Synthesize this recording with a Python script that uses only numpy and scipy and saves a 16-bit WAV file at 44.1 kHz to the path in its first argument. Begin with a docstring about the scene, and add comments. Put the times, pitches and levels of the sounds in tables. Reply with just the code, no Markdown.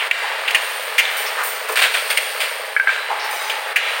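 """Wire clanks hard on a steel frame, over the steady clatter of a wire mesh machine whose drive chugs
about twelve times a second. Running off a tall pay-off stand, the wire hisses, flicks and squeals in
its guides, whips round and scrapes along the frame. Heavy parts bump and knocks ring a steel bar.
The brick workshop rings on under its metal roof, and a limiter ducks everything at the hard blows."""
import sys
import numpy as np
from scipy import signal
from scipy.fft import rfft, irfft
from scipy.io import wavfile
from scipy.ndimage import uniform_filter1d, minimum_filter1d

SR = 44100
rng = np.random.default_rng(int(sys.argv[2]) if len(sys.argv) > 2 else 0)


def pcm_store(signal):
    """Save signal as 16-bit PCM."""
    levels = np.round(np.clip(np.atleast_2d(signal), -1, 1) * 32767)
    wavfile.write(sys.argv[1], SR, levels.astype(np.int16).T)


N = 176400
T = np.arange(N) / SR

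# decay of the hall (f/Hz, t60/s)
HALL_DECAY = [(300, 0.86), (1500, 0.83), (3000, 1.15), (6000, 1.3), (10000, 0.29), (16000, 0.7)]
# tones of the hum (f/Hz, level/dB)
HUM_TONES = [(280, -68), (440, -50), (538, -53.5), (829, -47.5)]
# tone colour of the clatter (f/Hz, level/dB)
CLATTER_EQ = [(150, -12), (300, -27), (420, -4.5), (600, -5.5), (820, 2), (1100, 2.5), (1700, 4), (2600, 0),
              (3400, -5.5), (4700, -13), (6000, -24.5), (8000, -23), (11000, -52), (16000, -57)]
# fader ride on the clatter (t/s, level/dB)
CLATTER_RIDE = [(0, -19), (.15, -25.5), (.33, -24), (.7, -26.5), (.95, -27), (1.27, -23.5), (1.6, -27.5),
                (2.3, -27.5), (2.72, -29.5), (3.05, -27), (3.3, -25.5), (3.7, -26.5), (4, -23.5)]
# early reflections of a drive stroke (delay/s, gain)
STROKE_REFLECTIONS = [(.0085, .42), (.0145, .15), (.0232, .18), (.0365, .14)]
# dull bumps deep in the machine (t/s, level/dB, hold/s, t60/s, f/Hz, half-width/octaves)
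BUMP_CUES = [(.23, -29.5, .02, 0.45, 890, 0.25), (1.38, -22, 0.038, 0.13, 1170, .5),
             (1.684, -21.5, 0.016, 0.18, 1130, 0.67), (1.695, -27.5, 0.014, 0.17, 480, 0.17),
             (3.1, -20.5, 0.021, 0.21, 875, 0.35), (3.154, -34.5, 0.49, 0.46, 850, 0.083)]
# modes of the steel bar (f/Hz, level/dB, t60/s)
BAR_MODES = [(1576, 0, 0.083), (1644, -4.5, 0.057), (2060, -10, .02), (2276, -4, 0.032), (2580, -6, 0.016),
             (3020, -17, .02)]
# knocks on the bar (t/s, level/dB, chatter t60/s)
KNOCK_CUES = [(2.764, -9, 0.073), (2.7968, -7, 0.017), (2.872, -7.5, 0.029), (2.891, -12.5, 0.031)]
# tone colour of the thin singing wire (f/Hz, level/dB)
WIRE_EQ = [(2000, -22.5), (4500, 0), (6000, -11), (7700, -11.5), (8500, 0.5), (9100, 3.5), (9800, -7.5),
           (12200, -10), (13800, -9.5), (14500, 0), (15200, -6), (16000, 2.5)]
# fader ride on the wire's hiss (t/s, level/dB)
HISS_RIDE = [(0, -33), (.45, -36), (.65, -29), (.9, -32), (1.35, -32.5), (1.65, -34), (2.0, -27.5),
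             (2.35, -28), (2.7, -35), (2.85, -35), (3.15, -38.5), (3.35, -35.5), (3.6, -34), (3.75, -36),
             (4, -32.5)]
# squeals in the guide (t/s, level/dB, hold/s, t60/s, f/Hz, half-width/octaves)
SQUEAL_CUES = [(1.26, -31.5, 0.023, 0.11, 5100, 0.29), (2.864, -40, 0.23, 0.11, 4040, 0.042),
               (3.192, -33.5, 0.055, 0.36, 4600, 0.37)]
# partials of the taut wire (f/Hz, level/dB)
TAUT_PARTIALS = [(3820, 5.5), (4350, -11), (4950, 2.5), (5750, -3), (6200, 0), (6800, -7), (7550, -7),
                 (8250, -7), (10350, -9), (10900, -9), (12000, -16)]
# tone colour of a flick's sizzle (f/Hz, level/dB)
SIZZLE_EQ = [(3000, -16.5), (7700, -10.5), (9000, 3), (10000, -7), (12200, -11), (13800, -0.5), (16000, 0)]
# flicks against a guide (t/s, level/dB, t60/s)
FLICK_CUES = [(.625, -34, .3), (.825, -35, .3), (1.10, -31, .2), (1.169, -23, .28), (1.434, -20.5, .3),
              (1.686, -25, .12), (1.72, -25, .12), (3.245, -32, .15), (3.307, -27.5, .25),
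              (3.405, -33, .25)]
# tone colour of the rasping frame (f/Hz, level/dB)
RASP_EQ = [(300, -34), (600, -0.5), (1100, -3.5), (1600, 5.5), (2500, 6.5), (3300, 2.5), (4400, -5.5),
           (5600, -17), (8000, -14), (16000, -62)]
# scrapes along the frame (t/s, level/dB, hold/s, t60/s, singing against rasp/dB)
SCRAPE_CUES = [(1.754, -11, .008, 0.2, -2), (1.77, -17, 0.036, 0.25, -11.5),
               (1.816, -12, 0.023, 0.17, -8.5), (1.935, -16.5, 0.013, 0.36, -8), (2.1, -14, 0.01, 0.14, 0),
               (2.169, -14.5, 0.0095, 0.054, 7), (2.4, -17.5, 0.014, 0.42, -6),
               (2.877, -23.5, 0.052, 0.42, -22)]
# tone colour of the crack on top of a clank (f/Hz, level/dB)
CRACK_EQ = [(1000, -30), (3700, -19), (4500, 12), (5600, 4), (6600, 8.5), (7700, 1.5), (9000, 11),
            (11500, 0.5), (13800, 3), (16000, 11)]
# clanks on the frame (t/s, level/dB, hold/s, t60/s, ring f/Hz, crack against ring/dB)
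CLANK_CUES = [(-.02, -16, 0.006, 0.27, 2480, -37), (0.111, -0.5, 0.002, 0.034, 2360, -18.5),
              (0.478, -14, 0.008, .06, 2500, -20), (0.507, -19.5, 0.0045, 0.046, 2560, -5),
              (0.5463, -7, 0.0053, 0.057, 2470, -14), (.9810, -8, 0.019, 0.053, 2420, -8.5),
              (1.053, -16, 0.0013, 0.018, 2900, -23), (2.173, -9.5, 0.0015, 0.075, 2330, -26.5),
              (3.496, -18, 0.0071, 0.089, 2650, -11), (3.7595, -4, 0.0093, 0.076, 2150, -11.5)]

STROKE_HZ, FIRST_STROKE_S, STROKE_VARY_DB = 12.214, .0598, 1.3
PUFF_HZ, PUFF_S = 578, .0018
WIRE_T60_S = .2
LIMIT_DB, LOOKAHEAD_S, RECOVER_DB_PER_S, CEILING = -6.5, .03, 54, .85
LOW_CUT_HZ, HIGH_CUT_HZ = 263, 15950


def amp(db):
    """Decibels to gain."""
    return 10 ** (np.asarray(db) / 20)


def unit(x):
    """Scales to rms 1."""
    return x / np.sqrt(np.mean(x ** 2) + 1e-20)


def curve_at(points, hz):
    """Reads a curve on a log-frequency axis."""
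    f, value = np.transpose(points)
    return np.interp(np.log(hz + 1), np.log(f + 1), value)


def fader(points):
    """Gain over time from a fader ride."""
    return amp(np.interp(T, *np.transpose(points)))


def colour(x, eq):
    """Puts x through an EQ curve, at rms 1."""
    return unit(irfft(rfft(x) * amp(curve_at(eq, np.fft.rfftfreq(N, 1 / SR))), N))


def band(x, hz, octaves, order):
    """One resonance, `octaves` wide to each side, at rms 1."""
    away = np.log2((np.fft.rfftfreq(N, 1 / SR) + 1) / hz) / octaves
    return unit(irfft(rfft(x) / (1 + abs(away) ** order), N))


def envelope(start, hold, t60, rise):
    """Linear attack, then exponential release from `hold` seconds after the start."""
    t = T - start
    return np.clip(t / rise, 0, 1) * amp(-60 * np.clip((t - hold) / t60, 0, 2))


def shaped(x, env):
    """Puts x under an envelope, with the energy of that envelope."""
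    return x * env * np.linalg.norm(env) / (np.linalg.norm(x * env) + 1e-20)


def contacts(per_s, spread_db):
    """A dense train of tiny metal contacts of uneven size."""
    ticks = rng.standard_normal(N) * (rng.random(N) < per_s / SR)
    return ticks * amp(spread_db * np.minimum(rng.exponential(1, N), 4))


def wire_ring(x, modes_db=-8):
    """A long wire adds the ring of many closely spaced modes."""
    t = T[:SR // 4]
    modes_hz = np.linspace(3000, 16000, num=60) + rng.uniform(-100, 100, 60)
    ring = np.sin(2 * np.pi * modes_hz[:, None] * t).sum(0) * amp(-60 * t / WIRE_T60_S)
    return unit(x) + amp(modes_db) * unit(signal.fftconvolve(x, ring)[:N])


def hall(x, wet_db):
    """Adds a diffuse tail that builds up between the walls and dies soonest in the top end."""
    hz, t, noise = signal.stft(rng.standard_normal(SR), SR, nperseg=256)
    decay = amp(-60 * t / curve_at(HALL_DECAY, hz)[:, None])
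    tail = signal.istft(noise * decay, SR, nperseg=256)[1][:SR]
    tail *= np.clip(T[:SR] / .015, 0, 1)
    return x + amp(wet_db) * signal.fftconvolve(x, tail / np.linalg.norm(tail))[:N]


def hum():
    """A faint bed of steady tones under the drive."""
    return sum(amp(db) * np.sqrt(2) * np.sin(2 * np.pi * (hz * T + rng.random()))
               for hz, db in HUM_TONES)


def clatter():
    """Many small moving parts, washed together by the hall."""
    parts = hall(contacts(per_s=2500, spread_db=0), wet_db=1)
    return colour(parts, CLATTER_EQ) * fader(CLATTER_RIDE)


def drive():
    """The chug: every stroke is the same short thump with the same reflections, at a varying level."""
    t = np.arange(-400, 400) / SR
    puff = np.exp(-.5 * (t / PUFF_S) ** 2) * np.cos(2 * np.pi * PUFF_HZ * t)
    room = rng.standard_normal(SR // 2) * envelope(.027, hold=0, t60=.12, rise=.0033)[:SR // 2]
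    room *= amp(-3) * np.linalg.norm(puff) / np.linalg.norm(signal.fftconvolve(room, puff))
    for delay, gain in [(.00053, .71)] + STROKE_REFLECTIONS:  # direct sound first
        room[round(delay * SR)] += gain
    strokes = np.diff(np.floor((T - FIRST_STROKE_S) * STROKE_HZ), prepend=-1)
    strokes *= amp(STROKE_VARY_DB * rng.standard_normal(N))
    return amp(-21) * signal.fftconvolve(signal.fftconvolve(strokes, room)[:N], puff, "same")


def bumps():
    """Heavier parts bump or drone, each in one resonance."""
    out = np.zeros(N)
    for start, db, hold, t60, hz, octaves in BUMP_CUES:
        body = band(rng.standard_normal(N), hz, octaves, order=2)
        out += amp(db) * shaped(body, envelope(start, hold, t60, rise=.006))
    return hall(out, wet_db=-5)


def bar_knocks():
    """Blunt blows press and chatter on a steel bar and ring its modes."""
    t, out = T[:SR // 4], np.zeros(N)
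    ring = sum(amp(db - 60 * t / t60) * np.sin(2 * np.pi * (hz * t + rng.random()))
               for hz, db, t60 in BAR_MODES)
    ring *= np.sin(np.pi / 2 * np.minimum(t / .001, 1)) ** 2  # rounds off the attack
    for start, db, t60 in KNOCK_CUES:
        chatter = rng.standard_normal(N) * envelope(start, 0, t60, rise=.0005)
        force = chatter / np.linalg.norm(chatter)
        force[round(start * SR)] += .5  # the blow itself
        knock = signal.fftconvolve(force, ring)[:N]
        out += amp(db) * knock / np.linalg.norm(knock) * np.sqrt(.015 * SR)  # energy of 15 ms at db
    return hall(out, wet_db=-10.5)


def wire_hiss():
    """The wire runs through its guides, and countless tiny contacts keep it singing."""
    singing = wire_ring(contacts(per_s=8400, spread_db=-2.5))
    return colour(singing, WIRE_EQ) * fader(HISS_RIDE)


def squeals():
    """The wire drags through a guide and squeals thinly."""
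    rub = wire_ring(rng.standard_normal(N), modes_db=1)
    return sum(amp(db) * envelope(start, hold, t60, rise=.0046) * band(rub, hz, octaves, order=4)
               for start, db, hold, t60, hz, octaves in SQUEAL_CUES)


def zing():
    """The taut wire is bowed by its guide and sings once in wavering partials."""
    tone = sum(amp(db) * band(rng.standard_normal(N), hz, octaves=70 / hz, order=4)
               for hz, db in TAUT_PARTIALS)
    return amp(-36) * envelope(3.305, hold=.22, t60=.3, rise=.005) * unit(tone)


def flicks():
    """The wire flicks against a guide and sizzles."""
    env = sum(amp(db) * envelope(start, 0, t60, rise=.0012) for start, db, t60 in FLICK_CUES)
    sizzle = colour(wire_ring(contacts(per_s=8100, spread_db=-2)), SIZZLE_EQ)
    return hall(env * sizzle, wet_db=2.5)


def scrapes():
    """The wire rattles along the frame, which rasps while the wire sings."""
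    rasp = colour(contacts(per_s=5500, spread_db=1.5), RASP_EQ)
    singing = colour(wire_ring(contacts(per_s=5000, spread_db=-3)), WIRE_EQ)
    out = sum(amp(db) * shaped(rasp + amp(sing_db) * singing, envelope(start, hold, t60, rise=.0046))
              for start, db, hold, t60, sing_db in SCRAPE_CUES)
    return hall(out, wet_db=-10)


def clanks():
    """The wire slaps the frame and chatters, with a bright crack on top; the frame rattles the hall."""
    chatter, direct, frame = rng.standard_normal(N), np.zeros(N), np.zeros(N)
    rasp = colour(rng.standard_normal(N), RASP_EQ)
    crack = colour(wire_ring(contacts(per_s=12000, spread_db=2)), CRACK_EQ)
    for start, db, hold, t60, hz, crack_db in CLANK_CUES:
        env = amp(db) * envelope(start, hold, t60, rise=.0006)
        ring = band(chatter, hz, octaves=.43, order=6)
        direct += shaped(ring + amp(-10.5) * rasp + amp(crack_db) * crack, env)
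        frame += amp(-4) * env * rasp
    send = .5 * direct + frame
    reverb = hall(send, wet_db=-6.5) - send  # wet only: the frame's rattle is heard just as a tail
    return direct + reverb


def scene():
    """The machine's bed with the wire and the blows on top, in mono."""
    bed = drive() + hum() + clatter() + wire_hiss()
    wire = flicks() + squeals() + zing() + clanks() + scrapes()
    return (bed + wire + bar_knocks() + bumps())[None]


def record(dry):
    """A look-ahead limiter with a soft ceiling, then a low cut and a high cut."""
    x = dry[0]
    level_db = 10 * np.log10(abs(uniform_filter1d(x ** 2, size=64)) + 1e-12)
    over_db = np.maximum(level_db - LIMIT_DB, 0)
    ahead = int(LOOKAHEAD_S * SR / 2)
    coming_db = -minimum_filter1d(-over_db, 2 * ahead + 1, origin=-ahead)  # highest overshoot ahead
    recovery_db = T * RECOVER_DB_PER_S
    duck_db = np.maximum.accumulate(coming_db + recovery_db) - recovery_db
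    x = x * amp(-uniform_filter1d(duck_db, size=150))
    x = x / (1 + (x / CEILING) ** 8) ** (1 / 8)
    low_cut = signal.butter(N=8, Wn=LOW_CUT_HZ, btype="high", fs=SR, output="sos")
    high_cut = signal.firwin(511, HIGH_CUT_HZ, window=("kaiser", 9), fs=SR)
    return signal.oaconvolve(signal.sosfilt(low_cut, x), high_cut, "same")[None]


dry = scene()
out = record(dry)
pcm_store(out)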